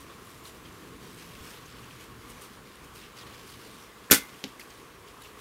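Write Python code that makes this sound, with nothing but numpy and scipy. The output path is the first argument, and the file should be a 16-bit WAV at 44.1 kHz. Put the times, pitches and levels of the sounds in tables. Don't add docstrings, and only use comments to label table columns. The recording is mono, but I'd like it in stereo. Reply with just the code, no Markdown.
import sys
import numpy as np
from scipy import signal
from scipy.fft import rfft, irfft, next_fast_len
from scipy.io import wavfile
from scipy.ndimage import uniform_filter1d, map_coordinates

SR = 44100
rng = np.random.default_rng(int(sys.argv[2]) if len(sys.argv) > 2 else 0)


def gain_from_db(level_db):
    decades = np.asarray(level_db, float) / 20
    return 10 ** decades


def dump(signal):
    limited = np.clip(np.atleast_2d(signal).T, -1, 1)
    pcm = np.round(limited * 32767).astype(np.int16)
    wavfile.write(sys.argv[1], SR, pcm)


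N = 238400
TIME_S = np.arange(N) / SR

# (frequency [Hz], density [dB per Hz])
BREEZE_SPECTRUM = [(15, -44), (25, -18), (54, 0.5), (91, -5), (113, -1.5), (130, -4), (170, -32),
                   (290, -120)]
# (frequency [Hz], density [dB per Hz])
TRAFFIC_SPECTRUM = [(60, -28), (150, -12.5), (330, -6.5), (480, -3), (560, -10), (800, -11.5), (980, -6.5),
                    (1100, -1), (1250, -6), (1760, -10), (3250, -14.5), (5080, -21), (10900, -24),
                    (16000, -27)]
# (frequency [Hz], density [dB per Hz])
CAR_SPECTRUM = [(70, -23), (120, -2), (180, -0.5), (300, -1.5), (460, -5), (560, -21.5), (800, -60.5)]
# (time [s], level [dB])
CAR_LEVEL = [
    (0, -55),
    (.4, -55),
    (.95, -51),
    (1.4, -54.5),
    (2.7, -55.5),
    (4.2, -57),
    (5.41, -60),
]
# (time [s], held [s], level [dB], pitch [Hz], fade [dB per s])
ENGINES = [
    (.62, 1.0, -59, 170, 30),
    (.45, .5, -62, 127, 30),
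    (1.8, .5, -57, 121, 35),
    (5.17, .08, -58, 420, 90),
    (3.66, .06, -58, 205, 120),
]
# (time [s], level [dB], frequency [Hz], t60 [s])
BUFFETS = [
    (1.405, -34.5, 70, 0.086),
    (2.19, -47, 65.1, .1),
    (2.89, -45, 60, .1),
    (4.113, -26.5, 89, 0.1),
]
# (frequency [Hz], correlation [0-1])
LIKENESS = [(60, .8), (290, 0.88), (640, 0.94), (1400, .62), (3100, .45), (6800, 0.86), (15000, 0.62)]
# (time [s], held [s], rub level [dB], sliding over rubbing [dB])
MOVES = [(0.008, 0, -58, 0), (0.065, 0.07, -61.4, -12.9), (0.218, 0.17, -65.4, 1.0), (0.447, 0.03, -57, 1),
         (0.548, 0.0, -61.0, -3.3), (0.656, 0.0, -57.1, -15.3), (0.723, 0.23, -69.3, -0.5),
         (1.013, 0.48, -59.6, -3.6), (1.2, 0.03, -56.7, -6.2), (1.44, 0.14, -57.2, -3.1),
         (1.611, 0.42, -60.5, -9), (2.01, 0.01, -61.4, 0.3), (2.2, 0.18, -61.7, -4.7),
         (2.297, 0.0, -61.5, 4.3), (2.42, 0.02, -56.7, 0.7), (2.535, 0.0, -62.0, -2.6),
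         (2.657, 0.11, -63.0, -9.9), (2.844, 0.0, -59.3, -1.5), (2.954, 0.04, -55.6, -2.1),
         (3.007, 0.05, -56.3, -12.8), (3.169, 0.05, -53.8, -7.5), (3.27, 0.21, -58.8, -8.2),
         (3.477, 0.03, -56.1, -1.5), (3.529, 0.33, -58.5, -5), (4.041, 0.02, -63.9, -5.5),
         (4.328, 0.16, -63.4, -4.4), (4.695, 0.11, -62.9, -4.8), (5.079, 0.01, -60.5, -8.5),
         (5.219, 0.05, -59, -4), (5.392, 0.02, -59, -3)]
# (time [s], peak level [dB], frequency [Hz], t60 [s])
CREASES = [(.245, -48, 12000, .04), (.297, -43, 11700, .02), (.439, -44, 11800, .02),
           (0.452, -36, 4000, 0.09), (.452, -46, 11000, .03), (.653, -41, 3200, 0.055),
           (0.964, -47, 10500, 0.032), (1.337, -46, 3500, .02), (1.657, -41, 6480, .04),
           (1.909, -33, 2390, 0.0087), (2.3, -40, 8510, 0.044), (2.418, -37, 8790, 0.031),
           (2.42, -43, 12500, .02), (2.755, -43.5, 9000, 0.018), (2.985, -45, 10900, .02),
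           (2.95, -44, 2675, 0.18), (3.02, -44, 2730, .12), (3.22, -45, 3190, .08), (1.35, -42, 2600, .06),
           (3.4, -43, 3500, .02), (3.187, -37.5, 4790, .06), (3.475, -47, 12500, .02),
           (3.49, -42, 4500, .04), (4.342, -40, 2750, .04), (4.702, -44, 6500, .04),
           (4.704, -44, 4500, 0.046), (5.219, -39, 10400, .025), (5.22, -40, 4000, 0.022),
           (5.245, -41, 2600, .08)]
# (frequency [Hz], density [dB per Hz])
RUB_SPECTRUM = [(800, -30), (1500, -1), (3000, 3), (5000, -1.5), (8000, -16), (16000, -40)]
# (frequency [Hz], density [dB per Hz])
SLIDE_SPECTRUM = [(3000, -35), (5500, 0), (8000, 0), (12000, -1), (16000, -7)]
# (time [s], click level [dB], barrel level [dB], click pitch [Hz], top part boost [dB])
KNOCKS = [
    (4.4406, -16, 0.5, 3100, 2),
    (4.4442, -21, -12, 3500, -6),
]
# (pitch ratio [1], level [dB], length [cycles])
CLICK_PARTS = [(1, 0.5, 1.56), (1.8, -7, 2.8), (3.7, -14, 3.6)]
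# (frequency [Hz], level [dB], t60 [s])
BARREL_MODES = [(214, -36.5, 0.096), (276, -36.5, 0.12), (400, -35.5, .07), (516, -37, 0.031),
                (790, -38, 0.035), (3400, -34, .015)]
# (time [s], peak level [dB], frequency [Hz], t60 [s], left over right [dB])
SLAPS = [(4.1003, -21, 1900, .012, -1), (4.1015, -27, 2000, .01, 0), (4.1108, -5.5, 2200, .003, 6),
         (4.1122, 6, 11500, .005, -2), (4.1131, -14, 6100, 0.0042, 0), (4.1128, -14, 1470, 0.0081, -2),
         (4.1178, -13, 1500, .01, -1), (4.1157, -5, 12000, .006, 7), (4.1172, -5, 13500, .007, 8),
         (4.1193, -2, 2940, 0.0042, 0), (4.1194, -5, 5060, .003, 0), (4.1195, -2.5, 7200, .006, -6),
         (4.1203, -7, 12000, .005, 2), (4.1178, -1.5, 14500, 0.0066, 3), (4.124, -10, 6400, .007, 0),
         (4.1255, -9, 12500, .012, -3), (4.1318, -11.5, 2170, .012, -3), (4.136, -3.5, 8740, .006, 3),
         (4.1445, -10, 8000, .006, -0.5), (4.5955, -32, 2080, 0.016, 4), (4.612, -36, 2400, .03, 0),
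         (4.604, -41, 4600, .05, 0), (4.6005, -38, 4500, .008, 5.5)]
# (frequency [Hz], density [dB per Hz])
RUBBER_SPECTRUM = [(300, -30), (600, -19), (850, -11), (1400, -1), (2200, -4.5), (3500, -4), (6000, -5.5),
                   (9000, -4.5), (13000, -4), (16000, -11)]
# (time [s], held [s], level [dB], rise [dB per s], fall [dB per s])
BAND_STAGES = [
    (4.1102, 0, -28, 2900, 900),
    (4.1117, .009, -15, 9000, 800),
    (4.12, .027, -19.5, 3000, 450),
    (4.12, 0, -41.5, 3000, 110),
    (4.596, .005, -48, 17000, 330),
]
# (time [s], level [dB])
JOLTS = [
    (4.101, -28),
    (4.113, -8),
    (4.1277, -10),
    (4.1314, -17),
    (4.1461, -22),
    (4.1645, -27),
    (4.1829, -31),
    (4.2197, -36),
]
# (frequency [Hz], width [Hz], level [dB])
WRIST_MODES = [(212, 43, -3.5), (272, 26, -.5), (313, 45, -2.5), (404, 38, -1), (474, 60, -8.5),
               (820, 60, -22.5)]
# (frequency [Hz], level [dB], t60 [s])
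FORK_MODES = [(850, -31, .1), (1450, -27, 0.13), (2040, -36, 0.4), (2110, -36, 0.5), (2234, -28, .16),
              (3560, -27.5, 0.132)]
# (time [s], level [dB], frequency [Hz], t60 [s])
PUFF = (4.119, -8, 150, .026)
# (frequency [Hz], t60 [s])
PORCH_DECAY = [(200, 0.15), (2000, 0.27), (6000, 0.2), (14000, 0.13)]


def unit(x):
    return x / np.sqrt(np.mean(x ** 2) + 1e-20)


def along(points, hz):
    f, v = np.transpose(points)
    return np.interp(np.log(hz + 1), np.log(f + 1), v)


def wobble(rate_hz):
    knots = rng.standard_normal(int(N * rate_hz / SR) + 4)
    return map_coordinates(knots, [TIME_S * rate_hz])


def swell(s, held_s, db, rise, fall):
    t = TIME_S - s
    return gain_from_db(db - rise * np.clip(-t, 0, None) - fall * np.clip(t - held_s, 0, None))


def filtered(x, response):
    m = next_fast_len(N + SR // 2)
    return irfft(rfft(x, m) * response(np.fft.rfftfreq(m, 1 / SR)), m)[..., :N]


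def resonant(x, peaks):
    def response(f):
        return sum(gain_from_db(db) * 1j * f * w / (c * c - f * f + 1j * f * w) for c, w, db in peaks)
    return filtered(x, response)


def rush(spectrum, likeness, patchy_db):
    z = signal.stft(rng.standard_normal((2, N)), nperseg=512)[2]
    field = uniform_filter1d(rng.standard_normal(z.shape[1:]), size=6, axis=0)
    field = uniform_filter1d(field, size=10, axis=1)
    pair = signal.istft(z * gain_from_db(patchy_db * unit(field)), nperseg=512)[1][:, :N]

    def mid_side(hz):
        turn = np.arccos(np.clip(along(likeness, hz), -1, 1)) / 2
        return gain_from_db(along(spectrum, hz)) * [np.cos(turn), np.sin(turn)]
    mid, side = filtered(pair, mid_side)
    return unit(np.array([mid + side, mid - side]))


def add(out, s, sound):
    start = round(s * SR)
    out[..., start:start + sound.shape[-1]] += sound


def burst(hz, t60, rough, rise):
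    t = np.arange(SR // 10) / SR
    steps = rng.standard_normal((3, len(t)))
    wander = rough * np.sqrt(hz / SR) * np.cumsum(steps[0] + 0.3 * steps[1:], axis=1)
    envelope = gain_from_db(-60 * t / t60) * (1 - np.exp(-t / (rise * t60)))
    return np.sin(2 * np.pi * hz * t + wander) * envelope


def ring(modes, attack_s, rough=0):
    t = np.arange(SR // 2) / SR
    wander = rough * np.cumsum(rng.standard_normal((len(modes), len(t))), axis=1)
    out = np.zeros(len(t))
    for (hz, db, t60), phase in zip(modes, wander):
        out += gain_from_db(db - 60 * t / t60) * np.sin(2 * np.pi * hz * t + phase)
    return out * (1 - np.exp(-t / attack_s))


def echoes(x, delay_s):
    hz, t, z = signal.stft(rng.standard_normal((2, SR // 2)), SR, nperseg=256)
    decay = gain_from_db(-60 * t / along(PORCH_DECAY, hz)[:, None])
    tail = signal.istft(z * decay, SR, nperseg=256)[1]
    tail = 0.29 * tail[0] + 0.98 * tail
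    late = np.pad(x.mean(0), (round(delay_s * SR), 0))[None]
    return signal.fftconvolve(late, tail / np.linalg.norm(tail[0]), axes=1)[:, :N]


def wall(x):
    delay_s, level_db = .174, -36
    late = np.roll(x, round(delay_s * SR), axis=1)
    return gain_from_db(level_db) * resonant(late, [(2600, 3000, 0)])


def engines():
    sag_per_s = .03
    out = np.zeros(N)
    for s, held_s, db, hz, fade in ENGINES:
        from_middle_s = np.clip(TIME_S - s - held_s / 2, -.6, .6)
        pitch_hz = hz * (1 - sag_per_s * from_middle_s) + 2.56 * wobble(10)
        gain = swell(s, held_s, db, fade, fade) * gain_from_db(2.9 * wobble(7.93))
        out += gain * np.sin(2 * np.pi * np.cumsum(pitch_hz) / SR)
    return out


def outdoors():
    breeze_db, traffic_db = -58.7, -50.6
    lumps = gain_from_db(0.48 * wobble(3) + 1.8 * wobble(20))
    gusts = np.zeros((2, N + SR))
    for s, db, hz, t60 in BUFFETS:
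        add(gusts, s, ring([(hz, db, t60)], attack_s=0.0036))
    breeze = unit(lumps * rush(BREEZE_SPECTRUM, LIKENESS, patchy_db=0.7))
    breeze *= gain_from_db(breeze_db + 1.2 * wobble(1.5))
    car = unit(lumps * rush(CAR_SPECTRUM, LIKENESS, patchy_db=1.35))
    car *= gain_from_db(np.interp(TIME_S, *np.transpose(CAR_LEVEL)))
    traffic = rush(TRAFFIC_SPECTRUM, LIKENESS, patchy_db=1.05)
    traffic *= gain_from_db(traffic_db + 0.72 * wobble(6))
    return gusts[:, :N] + engines() + breeze + car + traffic


def jacket():
    rise, fall, rest_db = 800, 310, -72
    moves = np.array([swell(s, held_s, db, rise, fall) for s, held_s, db, _ in MOVES]) ** 2
    slide_share = gain_from_db(2 * np.array(MOVES)[:, 3])
    rubbing = np.sqrt(moves.sum(0)) + gain_from_db(rest_db)
    sliding = np.sqrt(slide_share @ moves) + gain_from_db(rest_db - 3)
    ticks = np.zeros((2, N + SR))
    for s, db, hz, t60 in CREASES:
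        add(ticks, s, gain_from_db(db) * burst(hz, t60, rough=0.73, rise=0.051))
    grain = gain_from_db(0.87 * wobble(35) + 1.9 * wobble(300))
    rub = gain_from_db(2.2) * rubbing * unit(grain * rush(RUB_SPECTRUM, LIKENESS, patchy_db=1.7))
    slide = gain_from_db(2.8) * sliding * unit(grain * rush(SLIDE_SPECTRUM, LIKENESS, patchy_db=2.2))
    return ticks[:, :N] + rub + slide


def target():
    out = np.zeros(N + SR)
    t = np.arange(-200, 200) / SR
    for s, db, body_db, hz, edge_db in KNOCKS:
        click = np.zeros(len(t))
        for ratio, part_db, cycles in CLICK_PARTS:
            part_hz = ratio * hz
            gain = gain_from_db(part_db + edge_db * (ratio > 3))
            envelope = np.exp(-(2.4 * t * part_hz / cycles) ** 2)
            click += gain * np.cos(2 * np.pi * part_hz * t + .6) * envelope
        add(out, s - 200 / SR, gain_from_db(db - 2) * click)
        add(out, s, gain_from_db(body_db) * ring(BARREL_MODES, attack_s=0.00061, rough=0.028))
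    return out[:N] * gain_from_db(np.array([[-.5], [.5]]))


def wrist():
    pushes = np.zeros(N)
    for s, db in JOLTS:
        pushes[round(s * SR)] = -gain_from_db(db + 35.5)
    soft = filtered(pushes, lambda f: 1 / (1 + 1j * f / 800) ** 2)
    return resonant(soft, WRIST_MODES)


def band_hiss():
    flutter = gain_from_db(2.4 * wobble(400) + 1.5 * wobble(1500) + 0.94 * wobble(70))
    likeness = [(500, 0.6), (6000, 0.92), (15000, .75)]
    effort = np.sqrt(sum(swell(*stage) ** 2 for stage in BAND_STAGES))
    return effort * unit(flutter * rush(RUBBER_SPECTRUM, likeness, patchy_db=0.8))


def slingshot():
    out = np.zeros((2, N + SR))
    for s, db, hz, t60, pan_db in SLAPS:
        gain = gain_from_db(db + 2.5 + pan_db * np.array([[.5], [-.5]]))
        add(out, s, gain * burst(hz, t60, rough=0.75, rise=0.069))
    add(out, 4.1192, ring(FORK_MODES, attack_s=.002, rough=.055))
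    s, db, hz, t60 = PUFF
    puff = ring([(hz, db, t60)], attack_s=.003)
    add(out, s, np.array([[1], [-.5]]) * puff)
    return out[:, :N] + band_hiss() + wrist()


def scene():
    background = outdoors() + jacket()
    knock, shot = target(), slingshot()
    knock_echo = gain_from_db(-8) * echoes(knock, delay_s=0.00097)
    shot_echo = gain_from_db(-11) * echoes(shot, delay_s=.004)
    return background + knock + knock_echo + shot + wall(shot) + shot_echo


def low_pass(x):
    return signal.sosfilt(signal.butter(12, 16120, fs=SR, output="sos"), x)


def record(dry):
    band = filtered(dry, lambda hz: 1 / (1 + (hz / 15800) ** 200))
    return low_pass(np.clip(band, -1, 1))


dry = scene()
out = record(dry)
dump(out)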